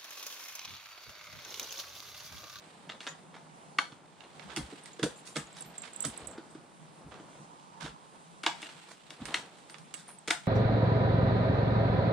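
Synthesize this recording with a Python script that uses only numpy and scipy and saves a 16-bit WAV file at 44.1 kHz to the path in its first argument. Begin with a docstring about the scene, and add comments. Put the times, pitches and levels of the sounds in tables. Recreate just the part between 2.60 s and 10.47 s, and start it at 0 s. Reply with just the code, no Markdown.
"""A wooded gully, some metres from a climber on a frozen waterfall. Axe picks and crampon points crush
the ice in bursts of tiny fractures that ring the tool and boom in the hollow curtain. Steel gear
clinks on the harness; boots thud through the snow and scuff up grit. Rock and trees throw back a
short echo over a soft bed of far water and air."""
import sys
import numpy as np
from scipy import signal
from scipy.fft import rfft, irfft
from scipy.io import wavfile

SR = 44100
rng = np.random.default_rng(int(sys.argv[2]) if len(sys.argv) > 2 else 0)


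def store_pcm(level_fs):
    """Save levels as 16-bit WAV."""
    pcm = np.round(np.clip(level_fs, -1, 1) * 32767).astype(np.int16)
    wavfile.write(sys.argv[1], SR, np.atleast_2d(pcm).T)


N = 347067

# Full axe swings. Each row: start in seconds, level in dB, two tool ring centres in Hz, then ring,
# treble and boom trims in dB, rise in seconds.
AXE_SWINGS = [(1.184, -17, 2230, 1203, 5.5, -15.5, -18.5, 0.0028),
              (5.862, -11.5, 3640, 1202, -2, -18, -19.5, 0.0021),
              (6.7399, -19.5, 2230, 3200, 6, -12, -21, 0.0036),
              (7.703, -15.5, 2160, 3500, 3.5, -8, -17, 0.0042)]
# Small bites of steel on ice. Each row: start in seconds, level in dB, tool ring centre in Hz, # treble trim in
# dB, pan in dB (positive leans left, negative right).
PICK_TAPS = [(0.292, -32, 3000, -22, 0), (0.297, -31, 1850, -31, -1), (0.318, -39.5, 3460, -24, -1),
             (0.404, -34, 3820, -19, -1), (0.466, -29.5, 3420, -21, 1), (0.468, -33, 2850, -22, -3),
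             (0.473, -29.5, 1490, -13, -1), (1.605, -40.5, 2800, -21, -14), (1.637, -45.5, 3300, -26, 1),
             (1.795, -42.5, 2220, -25, -21), (1.902, -41, 2400, -20, -13), (1.962, -26, 2820, -1, -3),
             (1.978, -43, 1200, 8, -1), (2.429, -24.5, 3380, -8, -4), (2.44, -36.5, 3020, 8.5, -1),
             (3.778, -41.5, 1260, -25, 0), (2.257, -41.5, 1950, 1, -4), (2.673, -46, 2810, 0, -18),
             (2.766, -25.5, 2150, -3.5, -3), (3.45, -31, 1890, 4, -8), (5.833, -34, 3500, -6, -1),
             (5.836, -28, 2600, -14, 1), (6.018, -37, 3250, -1, 2), (6.027, -29.5, 2790, -39, 2),
             (6.057, -37, 2740, -28, 3), (6.089, -39.5, 3000, -22, 2), (6.504, -34.5, 2970, -7, 1),
             (6.654, -31.5, 2440, -2.5, -6), (6.683, -38, 1100, -20, -11), (7.097, -40, 1760, -3.5, -1),
             (7.142, -38.5, 2470, -28, -12), (7.183, -53.5, 2500, 2.5, -17), (7.339, -38, 3170, -6, -18),
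             (7.675, -28.5, 2250, -4, 1.5), (7.681, -27, 3600, -7, 0)]
# Crampon kicks. Each row: start in seconds, level in dB, tool ring centre in Hz, boom trim in dB,
# boom centre in Hz.
CRAMPON_KICKS = [(1.317, -45.5, 1040, 3.5, 181), (1.966, -32.5, 2500, 2, 304), (2.121, -55, 3780, 16, 277),
                 (2.389, -40, 966, 8.5, 417), (2.426, -28, 1300, 8.5, 348), (2.455, -48, 1300, 19.5, 436),
                 (2.754, -28.5, 1290, 0, 433), (3.437, -34, 1310, -3, 603), (3.777, -52, 902, 17, 317),
                 (3.945, -49.5, 999, 13, 317), (4.593, -50, 912, 9, 193), (6.613, -44, 902, 9.5, 160),
                 (7.674, -38, 1000, 3.5, 380)]
# Points dragged through ice. Each row: start in seconds, level in dB, treble and dull rub trims in dB,
# tool ring centre in Hz, pan in dB.
POINT_SCRAPES = [(0.405, -46.5, -7, -16, 2600, -1), (0.73, -51, -13, -3.5, 2220, -4),
                 (1.81, -51.5, -27, -8, 2400, -9), (1.886, -51.5, -26, -4, 1600, -20),
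                 (2.65, -58, 10.5, -32, 2800, -1), (2.954, -45.5, -0.5, -14, 3740, -3),
                 (3.222, -47.5, -12, -37, 2130, -18.5), (4.51, -51.5, -22, -3, 1600, -16),
                 (5.2, -43, -11.5, -10, 1470, -22), (5.235, -42.5, -13.5, -8.5, 4100, -5),
                 (6.277, -55.5, 2.5, 0.5, 2200, -7), (7.365, -49.5, 0.5, -30, 3400, -1),
                 (7.47, -57, -8, 0, 2200, -11)]
# Modes of the tool and of the hollow ice. Each row: pitch in Hz, level in dB.
TOOL_MODES = [(1040, 3), (1200, 4.5), (1620, -3.5), (1920, 6.5), (2220, 2.5), (2780, 6.5), (3440, -7.5),
              (3850, 2), (4200, 1), (4900, -36.5)]
CURTAIN_MODES = [(134, -6.5), (315, -8), (467, -11), (629, -11)]
# Harness gear knocking. Each row: start in seconds, level in dB, pitch in Hz, pan in dB.
GEAR_CLINKS = [(0.477, -47, 7200, 2), (2.2353, -44.5, 8700, -3), (2.331, -45.5, 7030, -6.5),
               (2.8684, -47, 6840, -0.5), (2.927, -46, 7570, 0), (3.006, -32.5, 8640, -5.5),
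               (3.021, -35, 7500, -7), (3.1793, -30, 7630, -6.5), (3.218, -33, 7560, -7),
               (3.333, -39, 7620, -8), (3.36, -33.5, 7770, -10.5), (3.404, -26.5, 7660, -10.5),
               (3.423, -25.5, 7930, -5.5), (3.4483, -21, 7760, -7.5), (3.466, -33.5, 8500, -15),
               (3.575, -30, 8180, -7), (3.6706, -37.5, 7950, -24.5), (3.711, -41, 7600, -5),
               (7.34, -26.5, 7900, -6), (7.585, -39.5, 8060, -5)]
# Thin steel rubbing. Each row: start in seconds, peak in dB, pitch in Hz, fade time in seconds.
GEAR_RUBS = [(0.483, -37, 6860, 0.037), (2.558, -49, 7500, 0.057), (2.662, -51, 9370, 0.2),
             (2.663, -51, 7350, 0.16), (2.573, -51, 9370, 0.039), (2.78, -44, 7900, .04),
             (3.056, -51, 12000, 0.045), (3.45, -46, 7700, .05), (3.467, -38, 9200, 0.037),
             (3.9, -51, 8350, 0.056), (7.102, -44.5, 8830, .03), (7.478, -41.5, 9390, 0.069)]
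# Weight landing on a boot. Each row: start in seconds, deep push in dB, upper thud in dB.
BOOT_LANDINGS = [(1.85, -64, -70), (1.972, -44.5, -42.5), (2.42, -57, -35.5), (2.763, -58, -44),
                 (3.047, -66, -55.5), (3.449, -57, -40), (3.61, -56, -71), (4.439, -55, -57),
                 (4.794, -76, -54), (5.221, -48, -45), (6.6, -53.5, -51.5), (7.667, -61, -68)]
# Fader moves for boots, rope and loose ice. Each row: time in seconds, grit in dB, dull rub in dB.
SCUFF_LEVELS = [(0.0, -62.5, -58.5), (1.14, -77, -62), (2.06, -58, -56.5), (2.41, -63.5, -61),
                (3.51, -59, -55), (3.62, -55, -50.5), (3.88, -76.5, -57), (4.23, -71.5, -60),
                (4.65, -75, -54.5), (4.86, -71, -60.5), (5.83, -70, -63), (6.03, -53.5, -62),
                (6.4, -64, -67.5), (6.58, -61.5, -56.5), (6.73, -51.5, -46), (6.93, -64.5, -60.5),
                (7.69, -70, -65), (7.87, -58, -78)]
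# EQ curves for cracks, splinters, grit and the bed. Each row: frequency in Hz, relative gain in dB.
CRACK_EQ = [(290, -51), (500, -7), (1170, -0.5), (1890, 0), (2210, -8.5), (2480, -4.5), (3490, -1.5),
            (6000, -16.5), (7800, -21.5), (13200, -120)]
SPLINTER_EQ = [(2650, -16), (4500, 9), (5220, 7), (6810, 5.5), (9560, 8), (11300, -13.5), (14100, -13),
               (16000, -42)]
GRIT_EQ = [(350, -61.5), (600, -11.5), (823, -5.5), (2040, -5.5), (3850, -6), (6180, -18), (8050, -11),
           (11600, -31.5), (14000, -38)]
WASH_EQ = [(25, -9), (86, -59), (156, -5), (285, -6.5), (593, -12), (833, -4), (1780, -18.5), (3250, -20.5),
           (5630, -23), (9010, -19.5), (10300, -28), (11700, -57), (13000, -45)]
# Width of the bed. Each row: frequency in Hz, left-right likeness (1 or more is mono, negative is wide).
WASH_LIKENESS = [(60, -0.52), (130, 0.39), (290, 0.38), (640, -0.18), (1410, -1.37), (3100, 1),
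                 (6820, -0.31), (15000, -0.18)]
# Balance of the bed. Each row: frequency in Hz, pan in dB.
WASH_PAN = [(60, -6), (240, 3), (950, -6), (3770, -2), (15000, 0)]

TOOL_T60_S, CURTAIN_T60_S = 0.015, 0.043   # hand and ice damp the tool
PICK_BOOM_HZ = 332
SHUDDER_DB, SHUDDER_S = -13.5, 0.015   # the tool shakes on after the bite
FIRM_KICK_DB = -40   # softer kicks lose their treble
PUSH_HZ, PUSH_S, THUD_HZ, THUD_S = 67, 0.13, 150.4, 0.072
WASH_DB, RUMBLE_DB = -58, -61
RUSH_PEAK_S, RUSH_WIDTH_S, RUSH_DB, RUSH_HZ = 5.2, 0.37, -57.5, 940


def steel_on_ice():
    """Points crush ice into dense fractures; returns the crack and the ringing of tool and curtain."""
    fracture, heave = grains(12000, spread_db=2.5), grains(4000, spread_db=2.5)
    crunch = from_db(3.5 * drift(110))   # the ice gives way in lumps
    broad, bright, ringing = strikes(fracture, heave, crunch) + scrapes(fracture, heave, crunch)
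    splinters = np.array([fracture + heave, fracture - heave])   # thrown wide
    crack = from_db(-9.5) * colour(broad * fracture, CRACK_EQ)
    crack += from_db(-11) * colour(bright * splinters, SPLINTER_EQ)
    return crack, ringing


def blows():
    """One cue list of sharp swings, quick taps and slower, duller kicks."""
    for s, db, hz, other_hz, knock_db, treble_db, boom_db, rise_s in AXE_SWINGS:
        yield s, db, [hz, other_hz], treble_db, knock_db, boom_db, PICK_BOOM_HZ, rise_s, 1
    for s, db, hz, treble_db, pan_db in PICK_TAPS:
        yield s, db, [hz], treble_db, -1, -18, PICK_BOOM_HZ, 0.00095, pan_db
    for s, db, hz, boom_db, boom_hz in CRAMPON_KICKS:
        treble_db = -10 - 5 * max(FIRM_KICK_DB - db, 0)
        yield s, db, [hz], treble_db, -1, boom_db, boom_hz, 0.0063, -5.5


def strikes(fracture, heave, crunch):
    """Each bite knocks the tool and booms the ice; returns crack and splinter envelopes, and ringing."""
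    broad, bright, ringing = layers = np.zeros((3, 2, N))
    for s, db, centres_hz, treble_db, knock_db, boom_db, boom_hz, rise_s, pan_db in blows():
        t, span = window(s)
        rise = t / rise_s
        bite = rise ** 2 * np.exp(1 - rise ** 2)
        crumbs = from_db(-1) * np.minimum(rise, 1) ** 2 * np.exp(-t / (rise_s + 0.0067))
        force = from_db(db) * (bite + crumbs)
        add(broad, s, force * pan(pan_db))
        add(bright, s, from_db(treble_db) * force * pan(pan_db))
        shudder = from_db(SHUDDER_DB) * np.minimum(rise, 1) * np.exp(-t / SHUDDER_S)
        jolt = (bite + shudder) * crunch[span] * fracture[span]
        knock = body(jolt, TOOL_MODES, centres_hz, TOOL_T60_S, db_per_octave=12)
        boom = body(force * heave[span], CURTAIN_MODES, [boom_hz], CURTAIN_T60_S, db_per_octave=17.5)
        add(ringing, s, from_db(db + knock_db) * peak_one(band(knock, 510, 5800)) * pan(pan_db))
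        add(ringing, s, from_db(db + boom_db) * peak_one(band(boom, 166, 840))[None])
    return layers


def scrapes(fracture, heave, crunch):
    """A dragged point grinds, rubs dully and rings the tool; returns the same layers as strikes."""
    broad, bright, ringing = layers = np.zeros((3, 2, N))
    for s, db, treble_db, dull_db, hz, pan_db in POINT_SCRAPES:
        t, span = window(s)
        force = from_db(db) * np.minimum(t / 0.0095, 1) * np.exp(-(t / 0.061) ** 3) * crunch[span]
        add(broad, s, force * pan(pan_db))
        add(bright, s, from_db(treble_db) * force * pan(pan_db))
        add(ringing, s, from_db(dull_db) * force * rms_one(band(heave[None, span], 240, 1630)))
        grind = body(force * fracture[span], TOOL_MODES, [hz], TOOL_T60_S, db_per_octave=45)
        add(ringing, s, from_db(-14.5) * grind * pan(pan_db))
    return layers


def body(drive, modes, centres_hz, t60, db_per_octave):
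    """The drive rings every mode of tool or ice, most strongly those near the given centres."""
    click = signal.unit_impulse(SR // 10)
    response = 0
    for k, (hz, db) in enumerate(modes):
        octaves_away = np.abs(np.log2(hz / np.array(centres_hz))).min()
        response += (-1) ** k * from_db(db - db_per_octave * octaves_away) * ring(click, hz, t60)
    return signal.fftconvolve(drive, response / np.linalg.norm(response))


def gear_clinks():
    """Small steel parts rattle together for a few milliseconds: a short ring with higher partials."""
    out, t = np.zeros((2, N)), np.arange(SR // 5) / SR
    for (s, db, hz, pan_db), chance in zip(GEAR_CLINKS, rng.standard_normal((len(GEAR_CLINKS), 4))):
        touch = rng.standard_normal(len(t)) * (t * np.exp(-t / 0.0012) + 9e-5 * np.exp(-t / 0.028))
        tone = ring(touch, hz, t60=0.022)
        tone += from_db(2) * ring(touch, (1.07 + 0.04 * chance[0]) * hz, t60=0.005)
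        tone = band(tone, 0.85 * hz, 1.2 * hz)
        tone += from_db(-12 + 4 * chance[1]) * ring(touch, 1.2 * hz, t60=0.008)
        tone += from_db(-26 + 4 * chance[2]) * ring(touch, 13200 + 1900 * np.tanh(chance[3]), t60=0.01)
        lag = round(-0.3 * pan_db)   # samples: the far side hears it later
        stereo = np.array([np.roll(tone, max(lag, 0)), np.roll(tone, max(-lag, 0))])
        add(out, s, from_db(db) * peak_one(stereo) * pan(pan_db))
    return out


def gear_rubs():
    """Thin steel parts brush together and sing at two close pitches."""
    out, t = np.zeros((2, N)), np.arange(SR // 5) / SR
    for s, db, hz, fade_s in GEAR_RUBS:
        brush = rng.standard_normal((2, len(t))) * np.exp(-(t / fade_s) ** 2)
        tone = ring(brush, hz, t60=0.03) + from_db(-7) * ring(brush, 0.95 * hz, t60=0.015)
        add(out, s, from_db(db) * peak_one(tone))
    return out


def boot_thuds():
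    """Weight sinks into snow: a deep swing of pressure and a shorter thud, both roughened by rumble."""
    out = np.zeros((2, N))
    mid, side = rng.standard_normal((2, N))
    noise = np.array([mid + 0.092 * side, mid - 0.12 * side])
    deep, upper = rms_one(band(noise, 32, 180)), rms_one(band(noise, 119, 268))
    for s, push_db, thud_db in BOOT_LANDINGS:
        for db, hz, length_s, low in (push_db, PUSH_HZ, PUSH_S, deep), (thud_db, THUD_HZ, THUD_S, upper):
            t, span = window(s, length_s)
            swell = np.sin(np.pi * np.sqrt(t / t[-1])) ** 2
            pressure = np.sin(2 * np.pi * hz * t) + 1.1 * low[:, span]
            add(out, s, from_db(db) * swell * pressure)
    return band(out, 48, 353)


def scuff():
    """Boots and rope shift clumped grains of snow and ice; chips tinkle over a dull rub."""
    s, grit_db, dull_db = np.transpose(SCUFF_LEVELS)
    t = np.arange(N) / SR
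    mid, side = grains(5000, spread_db=2.5), grains(4600, spread_db=-0.5)
    grit = colour(np.array([mid + 0.5 * side, mid - 1.08 * side]), GRIT_EQ)
    chips = sum(ring(grains(25, spread_db=11.5), hz, t60=0.0088) * pan(rng.normal(0, 5.6))
                for hz in np.geomspace(2000, 4200, 6))
    grit += from_db(-21) * rms_one(chips)
    grit *= from_db(np.interp(t, s, grit_db) + 2.5 * drift(57)) * pan(-0.45)
    dull = rms_one(band(grains(3000, spread_db=2.5), 125, 1014))
    return grit + dull * from_db(np.interp(t, s, dull_db) + 1.5 * drift(15))


def gully_echo(x):
    """Rock, ice and trees scatter the sound; the pattern changes each half second as the climber moves."""
    out, step = np.zeros((2, N)), SR // 2
    t = np.arange(step) / SR
    tail = from_db(-30) * np.minimum(t / 0.007, 1) * from_db(-60 * t / 0.26)
    treble_fade = from_db(-60 * t / 17)   # the top dies slightly sooner
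    for at in range(0, N, step):
        mid, side = rng.standard_normal((2, step))
        scatter = tail * np.array([mid + 0.95 * side, mid - 0.58 * side])
        scatter = band(scatter, 200, 3200) + band(scatter, 1890, 22000) * treble_fade
        send = x[:, at:at + step].mean(0, keepdims=True)
        add(out, at / SR, signal.fftconvolve(send, scatter, axes=1))
    return out


def water_and_air():
    """A far wash of flickering half-octave noise bands, a low rumble and one soft passing rush."""
    wash, shared_drift = 0, drift(1.5)
    edges_hz = 22 * 2 ** np.arange(0, 9.6, 0.5)
    white = rng.standard_normal((2, 2, N))
    for k, (low, high) in enumerate(zip(edges_hz, edges_hz[1:])):
        mid, side = band(white[k % 2], low, high)
        hz = np.sqrt(low * high)
        alike = np.clip(at_hz(WASH_LIKENESS, hz), -1, 1)
        gain = from_db(1.5 * shared_drift + 1.4 * drift(8.3)) * pan(at_hz(WASH_PAN, hz))
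        wash += gain * (np.sqrt(1 + alike) * mid + np.sqrt(1 - alike) * side * [[1], [-1]])
    rumble = from_db(RUMBLE_DB + 2.3 * drift(5.3)) * rms_one(band(band(wash, 143, 205), 143, 205))
    swell = np.exp(-((np.arange(N) / SR - RUSH_PEAK_S) / RUSH_WIDTH_S) ** 2)
    rush = from_db(RUSH_DB) * swell * rms_one(band(wash, 0.83 * RUSH_HZ, 1.15 * RUSH_HZ))
    return from_db(WASH_DB) * rms_one(colour(wash, WASH_EQ)) + rumble + rush


def grains(per_s, spread_db):
    """Tiny fractures of uneven size at random moments; rms 1."""
    sizes = from_db(spread_db * np.minimum(rng.exponential(1, N), 4)) * rng.choice([-1, 1], N)
    return rms_one(sizes * (rng.random(N) < per_s / SR))


def ring(x, hz, t60):
    """One resonance that falls 60 dB in t60 seconds."""
    r, w = from_db(-60 / (t60 * SR)), 2 * np.pi * hz / SR
    return signal.lfilter([0, np.sin(w)], [1, -2 * r * np.cos(w), r * r], x + 1e-18)


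def drift(rate_hz):
    """A smooth random wobble; rms about 1."""
    hop = 40
    r = np.exp(-2 * np.pi * rate_hz * hop / SR)
    slow = signal.lfilter([1], [1, -2 * r, r * r], rng.standard_normal(N // hop + 2002))[2000:]
    return np.interp(np.arange(N) / hop, np.arange(len(slow)), rms_one(slow))


def colour(x, eq):
    """Minimum-phase EQ with no pre-ring; white noise keeps its rms."""
    hz = np.linspace(0, SR / 2, 2049)
    cepstrum = irfft(np.log(from_db(at_hz(eq, np.maximum(hz, 1)))))
    cepstrum[1:2048] *= 2
    cepstrum[2049:] = 0
    taps = irfft(np.exp(rfft(cepstrum)))
    return signal.oaconvolve(x, (taps / np.linalg.norm(taps))[None], axes=1)[:, :N]


def band(x, low_hz, high_hz):
    return signal.sosfilt(signal.butter(2, [low_hz, high_hz], "band", fs=SR, output="sos"), x + 1e-18)


def at_hz(curve, hz):
    points_hz, values = np.transpose(curve)
    return np.interp(np.log(hz), np.log(points_hz), values)


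def from_db(db):
    return 10 ** (np.asarray(db) / 20)


def rms_one(x):
    return x / np.sqrt(np.mean(x ** 2) + 1e-20)


def peak_one(x):
    return x / np.abs(x).max()


def pan(db):
    return from_db([[db / 2], [-db / 2]])


def window(s, length_s=0.25):
    """An event's own clock in seconds and its slice of the timeline."""
    at = round(s * SR)
    end = min(at + round(length_s * SR), N)
    return np.arange(end - at) / SR, slice(at, end)


def add(out, s, piece):
    at = round(s * SR)
    out[:, at:at + piece.shape[1]] += piece[:, :N - at]


def scene():
    """Steel on ice up front with its echo; gear, boots and the bed stay dry."""
    crack, ringing = steel_on_ice()
    gear = gear_clinks() + gear_rubs()
    # Less ringing goes into the echo, so its tail stays noisy rather than pitched.
    echo = gully_echo(crack + from_db(-11) * ringing)
    return crack + ringing + gear + echo + boot_thuds() + scuff() + water_and_air()


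def record(dry):
    """A steep high cut, 70 dB down from 16.5 kHz."""
    return signal.sosfilt(signal.cheby2(12, 70, 16500, fs=SR, output="sos"), dry)


dry = scene()
out = record(dry)
store_pcm(out)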